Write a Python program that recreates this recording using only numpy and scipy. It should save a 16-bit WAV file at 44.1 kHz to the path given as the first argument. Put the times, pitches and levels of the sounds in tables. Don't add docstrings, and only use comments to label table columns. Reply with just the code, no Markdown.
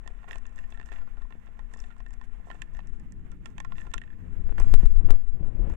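import sys
import numpy as np
from scipy import signal
from scipy.fft import rfft, irfft
from scipy.io import wavfile
from scipy.ndimage import uniform_filter1d

SR = 44100
rng = np.random.default_rng(int(sys.argv[2]) if len(sys.argv) > 2 else 0)


def volts_from_db(level):
    exponent = np.asarray(level, float) / 20
    return 10 ** exponent


def generate_wav(sig):
    pcm = np.round(np.clip(np.atleast_2d(sig).T, -1, 1) * 32767).astype(np.int16)
    wavfile.write(sys.argv[1], SR, pcm)


N = 254016

# start_s, rolling_db, slipping_db
GRIP = [(0.0, -79, -80), (3.3, -67.5, -81.5), (4.05, -56.5, -80.5), (4.26, -45.5, -81.5), (4.35, -38, -72),
        (4.52, -40.5, -58), (4.6, -32, -54), (4.78, -41, -57), (4.85, -37, -73), (4.92, -45, -52.5),
        (5.04, -31, -52), (5.11, -31, -31.5), (5.18, -46.5, -60.5), (5.3, -58, -65), (5.42, -26.5, -49),
        (5.56, -36, -53), (5.62, -21.5, -47.5), (5.76, -35, -47)]
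# start_s, level_db
SNAPS = [(4.467, -56), (4.493, -50), (4.524, -51), (4.58, -57), (4.588, -53), (4.689, -62), (4.733, -50),
         (4.74, -30), (4.748, -47), (4.858, -42), (4.866, -61), (4.953, -58), (4.962, -56), (5.013, -60),
         (5.089, -48), (5.106, -32), (5.114, -46.5), (5.131, -55), (5.164, -62), (5.174, -63), (5.447, -60),
         (5.471, -59), (5.7, -56)]
# start_s, level_db
TAPS = [(0.05, -50), (0.242, -61), (0.356, -71), (0.578, -40), (0.798, -42), (1.353, -31.5), (2.502, -60),
        (2.793, -55), (3.006, -42), (3.669, -65), (3.725, -57), (3.865, -33.5), (3.965, -31.5),
        (4.182, -55)]
# peak_s, level_db, width_s, direction (push 1, suction -1)
SQUEEZES = [(3.869, -29.0, 0.007, -1), (3.905, -25.0, 0.008, -1), (3.965, -23.0, 0.007, -1),
            (3.985, -27.0, 0.007, 1), (4.333, -21.0, 0.009, -1), (4.372, -18.0, 0.009, 1),
            (4.415, -20.0, 0.009, -1), (4.447, -16.0, 0.0055, -1), (4.469, -15.0, 0.016, 1),
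            (4.508, -13.0, 0.012, -1), (4.574, -22.0, 0.028, 1), (4.608, -12.5, 0.009, 1),
            (4.63, -5.0, 0.012, -1), (4.676, -8.0, 0.012, 1), (4.698, -14.0, 0.016, 1),
            (4.723, -3.0, 0.007, 1), (4.752, 2.5, 0.015, -1), (4.791, -3.0, 0.016, 1),
            (4.83, -13.0, 0.0055, -1), (4.844, -9.5, 0.007, 1), (4.864, 0.5, 0.009, -1),
            (4.891, -15.0, 0.012, 1), (4.912, -8.0, 0.009, 1), (4.925, -7.5, 0.007, 1),
            (4.948, -15.0, 0.012, -1), (4.968, -3.0, 0.007, 1), (4.986, -7.0, 0.0055, -1),
            (4.998, -8.0, 0.009, -1), (5.036, -17.5, 0.007, -1), (5.059, -3.5, 0.009, 1),
            (5.075, -17.0, 0.007, 1), (5.114, 2.0, 0.014, -1), (5.152, -8.5, 0.016, 1),
            (5.202, -16.0, 0.028, 1), (5.243, -18.0, 0.009, -1), (5.29, -13.5, 0.016, -1),
            (5.338, -20.0, 0.028, 1), (5.39, -22.0, 0.012, -1), (5.442, -14.5, 0.009, 1),
            (5.476, -16.5, 0.021, -1), (5.558, -18.5, 0.012, 1), (5.585, -19.0, 0.006, -1),
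            (5.603, -11.5, 0.007, 1), (5.617, -10.5, 0.0055, -1), (5.631, -17.0, 0.005, 1),
            (5.645, -16.0, 0.005, -1), (5.672, -21.0, 0.008, -1), (5.701, -18.5, 0.012, 1),
            (5.726, -16.5, 0.0055, -1)]
# start_s, level_db, start_hz, end_hz, fade_s (to -60 dB), direction (push 1, pull -1)
KNOCKS = [(4.588, -22, 36, 35.5, .55, -1), (4.592, -33, 150, 110, .1, -1), (4.6103, -23, 150, 100, .11, 1),
          (4.617, -22, 45, 40, .06, -1), (4.669, -23, 170, 130, .05, -1), (4.8329, -17, 230, 135, .06, -1),
          (4.833, -24, 36, 25, .8, 1), (4.849, -29, 70, 60, .1, -1), (5.201, -44, 20, 20, .15, -1),
          (5.606, -38, 62, 58.8, .6, 1), (5.704, -27, 50, 45, .14, -1)]
# pitch_hz, level_db, fade_s (to -60 dB)
WALL = [(431, 5, 0.038), (720, -3, 0.14), (860, 1.5, 0.065), (1048, 7.5, 0.071), (1196, 4.5, 0.0023),
        (1366.6, 0, 0.15)]
RIM = [(1800, 17, 0.055), (1880, 9, 0.035), (2400, 3, 0.015), (2650, 9.5, 0.03), (3480, 4, 0.022)]
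HUSK = [(4350, -24, 0.00072), (5210, 9, 0.024), (6660, 25.5, 0.0043), (7300, 12, 0.023), (7870, -38, 0.002),
        (11340, -57, 0.0025), (12500, -23, 0.0031)]
# pitch_hz, level_db (per Hz)
PRESSURE = [(3, 11.5), (10, -15.5), (20, 4), (35, 1), (60, -14.5), (120, -39.5), (500, -110)]
RUB = [(35, -21.5), (70, 2), (110, -5.5), (150, -10), (300, -18.5), (600, -34), (4000, -105)]
SCRAPE = [(250, 3), (500, 2), (1000, -7.5), (2000, -17.5), (3000, -24.5), (4500, -41), (9000, -95.5)]
RUMBLE = [(8, 0.5), (30, 16.5), (70, 7), (120, 7.5), (600, -88.5)]
DRONE = [(60, 3.5), (120, 3), (180, 3), (260, -5.5), (380, -12), (550, -30.5), (2000, -97)]
ROOM = [(200, -44), (500, 5.5), (2000, 4.5), (3000, -5), (4500, -24), (7300, -16), (10000, -24.5),
        (16000, -28.5)]
FUR = [(3500, -13.5), (4700, -21), (6000, -13.5), (7500, -10), (8800, -17), (11000, -29), (16000, -29)]
SELF_NOISE = [(100, 44), (900, 19), (1900, 29), (3000, 20), (4500, 12), (16000, 13)]
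# pitch_hz, level_db
MUFFLING = [(200, -16), (600, -16.5), (1500, -34), (3000, -33), (4500, -55.5), (7000, -67)]
# pitch_hz, level_db, width_hz
HUMS = [(152, -69, 2), (230.5, -61.5, .5), (306, -76, 3), (460, -76, 1.5)]
# start_s, level_db
PASSING = [
    (0.0, -57),
    (2.2, -56),
    (3.2, -44),
    (4.0, -48.5),
    (4.2, -49),
    (4.45, -45),
    (4.72, -40.5),
    (4.95, -49.5),
    (5.3, -55.5),
    (5.76, -52.5),
]
# start_s, level_db
STIR = [(0.0, -58), (0.5, -58), (1.3, -59.5), (2.3, -61.5), (2.56, -58), (2.72, -62), (3.36, -63),
        (3.84, -58.5), (4.2, -61), (4.5, -60.5), (4.65, -52.5), (4.85, -51), (4.92, -65), (5.15, -59),
        (5.26, -65.5), (5.63, -63.5), (5.7, -52.5), (5.76, -55)]
# start_s, length_s, drag_db, brush_db
STROKES = [(0.274, 0.058, -50.5, -82), (0.303, 0.095, -48, -69), (0.455, 0.048, -72, -85),
           (0.565, 0.087, -58, -74), (0.701, 0.03, -83, -69.5), (0.736, 0.035, -74, -76),
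           (0.854, 0.047, -60, -69.5), (0.913, 0.094, -52.5, -70.5), (1.71, 0.061, -59, -75),
           (1.783, 0.12, -64, -71), (2.237, 0.025, -57, -70), (2.45, 0.18, -62.5, -76.5),
           (2.73, 0.095, -58.5, -80), (2.93, 0.041, -65, -78), (3.448, 0.095, -61, -77),
           (3.765, 0.1, -59.5, -67.5), (3.865, 0.013, -51, -72), (4.587, 0.047, -40, -86),
           (4.597, 0.42, -83, -69), (5.087, 0.082, -87, -89), (5.447, 0.043, -83, -82)]
# start_s, wall_db, rim_db
BUMPS = [(0.061, -45.5, -70), (0.103, -48.5, -69), (0.243, -39.5, -64), (0.357, -36.5, -47),
         (1.029, -60, -79), (1.075, -46.5, -78), (1.172, -48, -79), (1.18, -50, -61), (1.251, -46, -68),
         (1.324, -50, -47), (1.469, -51.5, -56), (1.905, -49, -60), (2.471, -42.5, -74), (2.484, -43, -73),
         (2.502, -36, -39), (2.546, -42, -69), (2.552, -51, -51), (3.868, -45, -60), (3.873, -47, -71.5),
         (4.671, -40, -64), (4.806, -42.5, -47), (4.83, -29, -51), (5.738, -64, -62)]
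# start_s, wall_db, rim_db
CLAWS = [(0.31, -57, -32.5), (0.454, -49, -48), (0.58, -73, -43), (0.64, -55, -47.5), (0.723, -46, -45),
         (0.774, -50, -46), (0.798, -43, -40), (0.813, -46.5, -44), (0.829, -52, -50), (0.888, -49, -44.5),
         (0.919, -42.5, -41), (0.966, -55, -50), (0.982, -50.5, -65), (1.22, -50, -49), (1.306, -48, -52),
         (1.592, -44.5, -46), (1.782, -50, -55), (1.84, -48, -45.5), (2.003, -45, -49.5), (2.063, -50, -44),
         (2.213, -44, -46.5), (2.513, -42.5, -39), (2.791, -40.5, -43.5), (2.804, -51, -56),
         (4.581, -35, -36.5), (5.721, -56, -51)]
# start_s, rim_db, husk_db
SKIPS = [(0.331, -38, -53), (0.341, -48, -68), (0.588, -41, -55.5), (0.743, -53, -71), (2.872, -54.5, -57),
         (2.998, -56, -58.5), (3.317, -52.5, -57), (3.755, -47, -67), (3.802, -47, -72), (3.81, -46.5, -55),
         (3.98, -33, -47.5), (4.016, -37.5, -60), (4.037, -45, -71), (4.076, -52, -83), (4.103, -47.5, -75),
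         (4.129, -50.5, -80)]
# start_s, wall_db, rim_db, husk_db
CRACKS = [(0.076, -42, -38.5, -48.5), (0.29, -47, -60, -57), (0.383, -58, -51, -53.5),
          (0.466, -50.5, -51, -54.5), (0.87, -61, -54, -72), (0.939, -64, -56, -66), (1.736, -65, -66, -54),
          (1.738, -46, -43.5, -51), (1.791, -68, -53, -55.5), (1.802, -55, -54, -48),
          (2.107, -56, -52, -59), (2.132, -53, -54, -58), (2.138, -49.5, -63, -55.5),
          (2.619, -42.5, -30.5, -40.5), (2.749, -48, -49, -64), (2.769, -51, -47.5, -56),
          (3.122, -72, -54, -54.5), (3.458, -40.5, -33, -46.5), (3.602, -38.5, -31.5, -44),
          (3.581, -42, -34, -51.5), (3.648, -35.5, -37, -55.5), (3.721, -36.5, -39, -69),
          (3.782, -46, -39.5, -58), (3.915, -55, -45, -61), (3.937, -39, -28, -44), (3.94, -31, -26, -35.5),
          (4.6, -33.5, -50, -39.5), (4.684, -59, -59, -71), (4.695, -63, -61, -72), (5.699, -41, -51, -58)]
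# start_s, level_db
FLECKS = [(0.318, -51), (0.357, -55), (0.417, -74), (0.455, -72), (0.494, -70), (0.529, -70), (0.56, -56),
          (0.676, -73), (0.704, -59), (0.86, -57), (0.899, -68), (0.926, -57), (1.218, -67), (1.314, -76),
          (1.461, -71), (1.747, -58), (1.772, -59), (1.776, -61), (1.81, -72), (1.818, -67), (1.845, -69),
          (1.862, -71), (1.884, -74), (1.906, -71), (1.965, -70), (1.982, -64), (2.064, -67),
          (2.084, -63.5), (2.545, -66), (2.737, -63), (2.893, -68), (3.503, -68), (3.907, -66),
          (3.954, -67), (3.96, -73), (5.212, -74), (5.687, -72), (5.719, -63), (5.737, -63)]
# start_s, wall_db, rim_db
NUDGES = [(0.062, -60, -46.5), (0.19, -59, -57), (0.206, -65, -71), (0.222, -57, -64), (0.231, -53, -66),
          (0.242, -55, -53), (0.445, -56, -65), (0.479, -71, -59), (0.746, -66, -46), (0.906, -64, -56),
          (0.937, -46, -50), (0.974, -56, -57), (0.986, -49, -48), (1.01, -55, -67), (1.016, -48, -65),
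          (1.043, -70, -72), (1.17, -49.5, -56), (1.212, -52, -69), (1.308, -50, -73), (1.476, -53, -56.5),
          (1.487, -49.5, -71), (1.492, -64, -68), (1.761, -44, -65), (1.772, -62, -64), (1.912, -72, -54),
          (1.921, -59, -58), (1.926, -54, -66), (1.965, -51.5, -71), (2.4, -51.5, -73), (2.441, -60, -66),
          (2.522, -46.5, -70), (2.53, -57, -52), (2.597, -54, -68), (2.614, -55, -64), (2.721, -66, -62),
          (3.322, -51, -62), (3.765, -68, -51), (3.781, -58, -51), (3.797, -70, -55), (3.852, -50, -64),
          (3.956, -48, -53), (3.973, -64, -54), (4.603, -28, -54), (4.644, -42, -60.5), (4.737, -51, -66),
          (4.748, -61, -64), (4.77, -59, -65), (5.157, -58, -69), (0.104, -65, -59), (0.339, -60, -48),
          (0.927, -47, -42.5), (0.96, -63, -47), (0.995, -58, -60), (1.03, -44, -70), (1.075, -51, -65),
          (3.787, -64, -47), (3.805, -66, -58), (3.816, -63, -43), (4.584, -38, -46), (4.683, -59, -48)]

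ROOM_DB, SELF_DB, CASE_DB = -65.5, -73, -60
MOVED_S = 4.5
BUMP_HUSK_DB, CLAW_HUSK_DB, SKIP_WALL_DB = -39, -23, -15


def evened(x):
    return x / np.sqrt(np.mean(x ** 2) + 1e-20)


def read(points, hz):
    f, value = np.transpose(points)
    return np.interp(np.log(hz + 1), np.log(f + 1), value)


def level(rows, index):
    rows = np.array(rows)
    return np.interp(np.arange(N) / SR, rows[:, 0], rows[:, index])


def colour(x, points):
    gain = volts_from_db(read(points, np.fft.rfftfreq(N, 1 / SR)))
    return irfft(rfft(x) * gain, N)


def noise(points, lumpy_db=1.5, lump_s=.02, cap=9):
    size = round(lump_s * SR)
    lumps = evened(uniform_filter1d(uniform_filter1d(rng.standard_normal(N), size), size))
    steady = colour(rng.standard_normal(N), points)
    return evened(steady * volts_from_db(lumpy_db * np.minimum(lumps, cap)))


def between(x, lo_hz, hi_hz, order=2):
    return signal.sosfilt(signal.butter(order, [lo_hz, hi_hz], "band", fs=SR, output="sos"), x)


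def add(mix, s, sound):
    part = mix[round(s * SR):][:len(sound)]
    part += sound[:len(part)]


def ring(modes, spread_db, burst_s, damping):
    t = np.arange(2600) / SR
    hz, db, t60 = np.transpose(modes)[:, :, None]
    chance = rng.standard_normal((3, len(modes), 1))
    fade_s = t60 * np.exp(.2 * chance[1])
    strength = volts_from_db(db + spread_db * chance[0] - 60 * damping * t / fade_s)
    tones = np.sin(2 * np.pi * hz * (1 + .012 * chance[2]) * t)
    body = (strength * tones).sum(0)
    grit = rng.standard_normal(400) * np.exp(-t[:400] / burst_s)
    sound = np.convolve(body, grit)
    return sound / np.sqrt(np.mean(sound[:200] ** 2))


def grains(groups, size_db):
    out = np.zeros(N)
    for modes in groups * 4:
        sizes = volts_from_db(size_db * np.minimum(rng.exponential(1, N), 4))
        train = sizes * (rng.random(N) < 770 / 4 / SR)
        out += signal.oaconvolve(train, ring(modes, 3., .0005, damping=1.05))[:N]
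    return evened(out)


def strokes(index):
    out = np.zeros(N)
    for row in STROKES:
        u = np.linspace(0, 1, round(row[1] * SR))
        add(out, row[0], volts_from_db(row[index]) * np.minimum(u / 0.053, 1) * (1 - u ** 2))
    return out


def shuffle():
    stir_db = level(STIR, index=1)
    near = np.where(np.arange(N) / SR < MOVED_S, 1, 0.44)
    stir = np.sqrt(np.maximum(volts_from_db(stir_db) ** 2 - volts_from_db(ROOM_DB) ** 2, 1e-9))
    patter = between(grains([WALL, RIM], size_db=3.5), 330, 3200)
    drag = 0.6 * near * patter + 0.45 / np.sqrt(near) * noise(ROOM, lumpy_db=3, lump_s=0.004)
    fur = 1.47 * noise(FUR, lumpy_db=0.5, lump_s=0.0092) + 0.31 * near * grains([HUSK], size_db=0)
    brushing = volts_from_db(-81 + 0.97 * (stir_db + 55))
    return (stir + strokes(index=2)) * drag + (brushing + strokes(index=3)) * fur


def hums():
    hz, out = np.fft.rfftfreq(N, 1 / SR), np.zeros(N)
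    for line_hz, db, width in HUMS:
        narrow = rfft(rng.standard_normal(N)) / (1 + ((hz - line_hz) / width) ** 2)
        line = signal.hilbert(irfft(narrow, N))
        out += volts_from_db(db) * evened(line.real / abs(line) ** .8)
    return out


def passing_drone():
    return volts_from_db(level(PASSING, index=1)) * noise(DRONE, lumpy_db=-0.44, lump_s=0.033)


def room():
    return volts_from_db(ROOM_DB) * noise(ROOM, lumpy_db=3.0, lump_s=0.033)


def case_rumble():
    return volts_from_db(CASE_DB) * noise(RUMBLE, lumpy_db=1.0, lump_s=0.17)


def self_noise():
    return volts_from_db(SELF_DB) * noise(SELF_NOISE, lumpy_db=.8, lump_s=0.034)


def grip():
    roll_db, slip_db = level(GRIP, index=1), level(GRIP, index=2)
    held_db, tight_db, still_db = -37, -30, -82.5
    pressure = volts_from_db(np.clip(held_db + 2.25 * (slip_db - still_db), held_db, tight_db))
    out = pressure * noise(PRESSURE, lumpy_db=2.6, lump_s=.06)
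    out += volts_from_db(roll_db) * noise(RUB, lumpy_db=4.5, lump_s=0.023)
    return out + volts_from_db(slip_db) * noise(SCRAPE, lumpy_db=3.5, lump_s=0.005, cap=1.4)


def taps():
    out, t = np.zeros(N), np.arange(4000) / SR
    thud = np.sin(2 * np.pi * 220 * t) ** 3 * np.exp(-t / 0.0011)
    for s, db in TAPS:
        add(out, s, volts_from_db(db + 3.0) * thud)
    return out


def tick(modes, spread_db, burst_s, damping, crack_share, ring_share=.8):
    sound = ring(modes, spread_db, burst_s, damping)
    t = np.arange(len(sound)) / SR
    fade = np.exp(-t / .002) + .16 * np.exp(-t / .009)
    crack = rng.standard_normal(len(sound)) * fade
    return ring_share * sound + crack_share * crack


def ticks(rows):
    low, wall, rim, husk, spit = np.zeros((5, N))
    for s, wall_db, rim_db, husk_db in rows:
        damping = 2.5 if s > MOVED_S else 1.
        struck = low if wall_db - rim_db > 20 else wall
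        add(struck, s, volts_from_db(wall_db) * tick(WALL, 3., .0012, 2.5 * damping, crack_share=1.78))
        choke = np.interp(rim_db, [-46, -34], [1.1, 1.9])
        crack_share = np.interp(rim_db, [-46, -34], [.7, 1.5])
        leaning = 3.4 < s < 3.74 or 3.9 < s < 3.96
        ring_share = .4 if leaning else .8
        add(rim, s, volts_from_db(rim_db) * tick(RIM, 2., .00015, choke * damping, crack_share, ring_share))
        add(husk, s, volts_from_db(husk_db) * tick(HUSK, 2.5, .0006, 3.2, crack_share=1.77))
        add(spit, s + .0004, volts_from_db([husk_db + 7.5]))
    body = between(low, 270, 870) + between(wall, 500, 2350) + between(rim, 1560, 3600, order=4)
    return body + between(husk, 5050, 8530, order=3) + between(spit, 7700, 13000)


def contacts():
    rows = [(s, wall, rim, wall + BUMP_HUSK_DB) for s, wall, rim in BUMPS]
    rows += [(s, wall, rim, max(wall, rim) + CLAW_HUSK_DB) for s, wall, rim in CLAWS]
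    rows += [(s, rim + SKIP_WALL_DB, rim, husk) for s, rim, husk in SKIPS]
    return sorted(rows + CRACKS)


def small_contacts():
    rows = [(s, husk + SKIP_WALL_DB, husk, husk) for s, husk in FLECKS]
    return rows + [(s, wall, rim, max(wall, rim) + BUMP_HUSK_DB) for s, wall, rim in NUDGES]


def squeezes():
    out, t = np.zeros(N), np.arange(N) / SR
    for s, db, width, way in SQUEEZES:
        out += way * volts_from_db(db) * np.exp(-((t - s) / width) ** 2)
    return out


def creak():
    out = np.zeros(N)
    u = np.linspace(0, 1, round(0.13 * SR))
    arch = np.sin(np.pi * u ** 0.736)
    low_hz, top_hz = 65, 92.4
    turns = np.cumsum(low_hz + (top_hz - low_hz) * arch) / SR
    cusps = uniform_filter1d(abs(np.sin(np.pi * turns)) - 2 / np.pi, size=60)
    add(out, 4.19, volts_from_db(-35.5) * np.sqrt(abs(arch)) * cusps * np.pi)
    return out


def snaps():
    jumps, slips, t = np.zeros(N), np.zeros(N), np.arange(4000) / SR
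    for s, db in SNAPS:
        kind = jumps if db > -47.5 else slips
        add(kind, s + .0006, volts_from_db(db + 19.5) * np.exp(-t / .004))
    return jumps + 1.3 * between(slips, 140, 2200) + volts_from_db(-17) * slips


def knocks():
    out, t = np.zeros(N), np.arange(SR // 2) / SR
    for s, db, start_hz, end_hz, t60, way in KNOCKS:
        pitch_hz = end_hz + (start_hz - end_hz) * np.exp(-20 * t / t60)
        turns = np.cumsum(pitch_hz) / SR
        add(out, s, way * volts_from_db(db - 60 * t / t60) * np.sin(2 * np.pi * turns))
    return out


def scene():
    tub = shuffle() + ticks(contacts()) + ticks(small_contacts())
    far = hums() + passing_drone()
    right = tub + far + room() + case_rumble() + knocks()
    finger = grip() + taps() + squeezes() + creak()
    muffled = np.roll(colour(tub + far, MUFFLING), shift=14)
    left = finger + muffled + self_noise()
    return np.array([left, right])


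def top_cut(x):
    return signal.sosfilt(signal.butter(12, 16820, fs=SR, output="sos"), x)


def record(dry):
    x = .95 * np.tanh(dry / .95)
    x = x + np.array([snaps(), np.zeros(N)])
    x = x * np.sin(np.pi / 2 * np.minimum((N - np.arange(N)) / 500, 1))
    treble_cut = signal.firwin(255, 15900, fs=SR)[None]
    x = signal.oaconvolve(np.pad(x, ((0, 0), (127, 127)), "edge"), treble_cut, "valid")
    return top_cut(x)


dry = scene()
out = record(dry)
generate_wav(out)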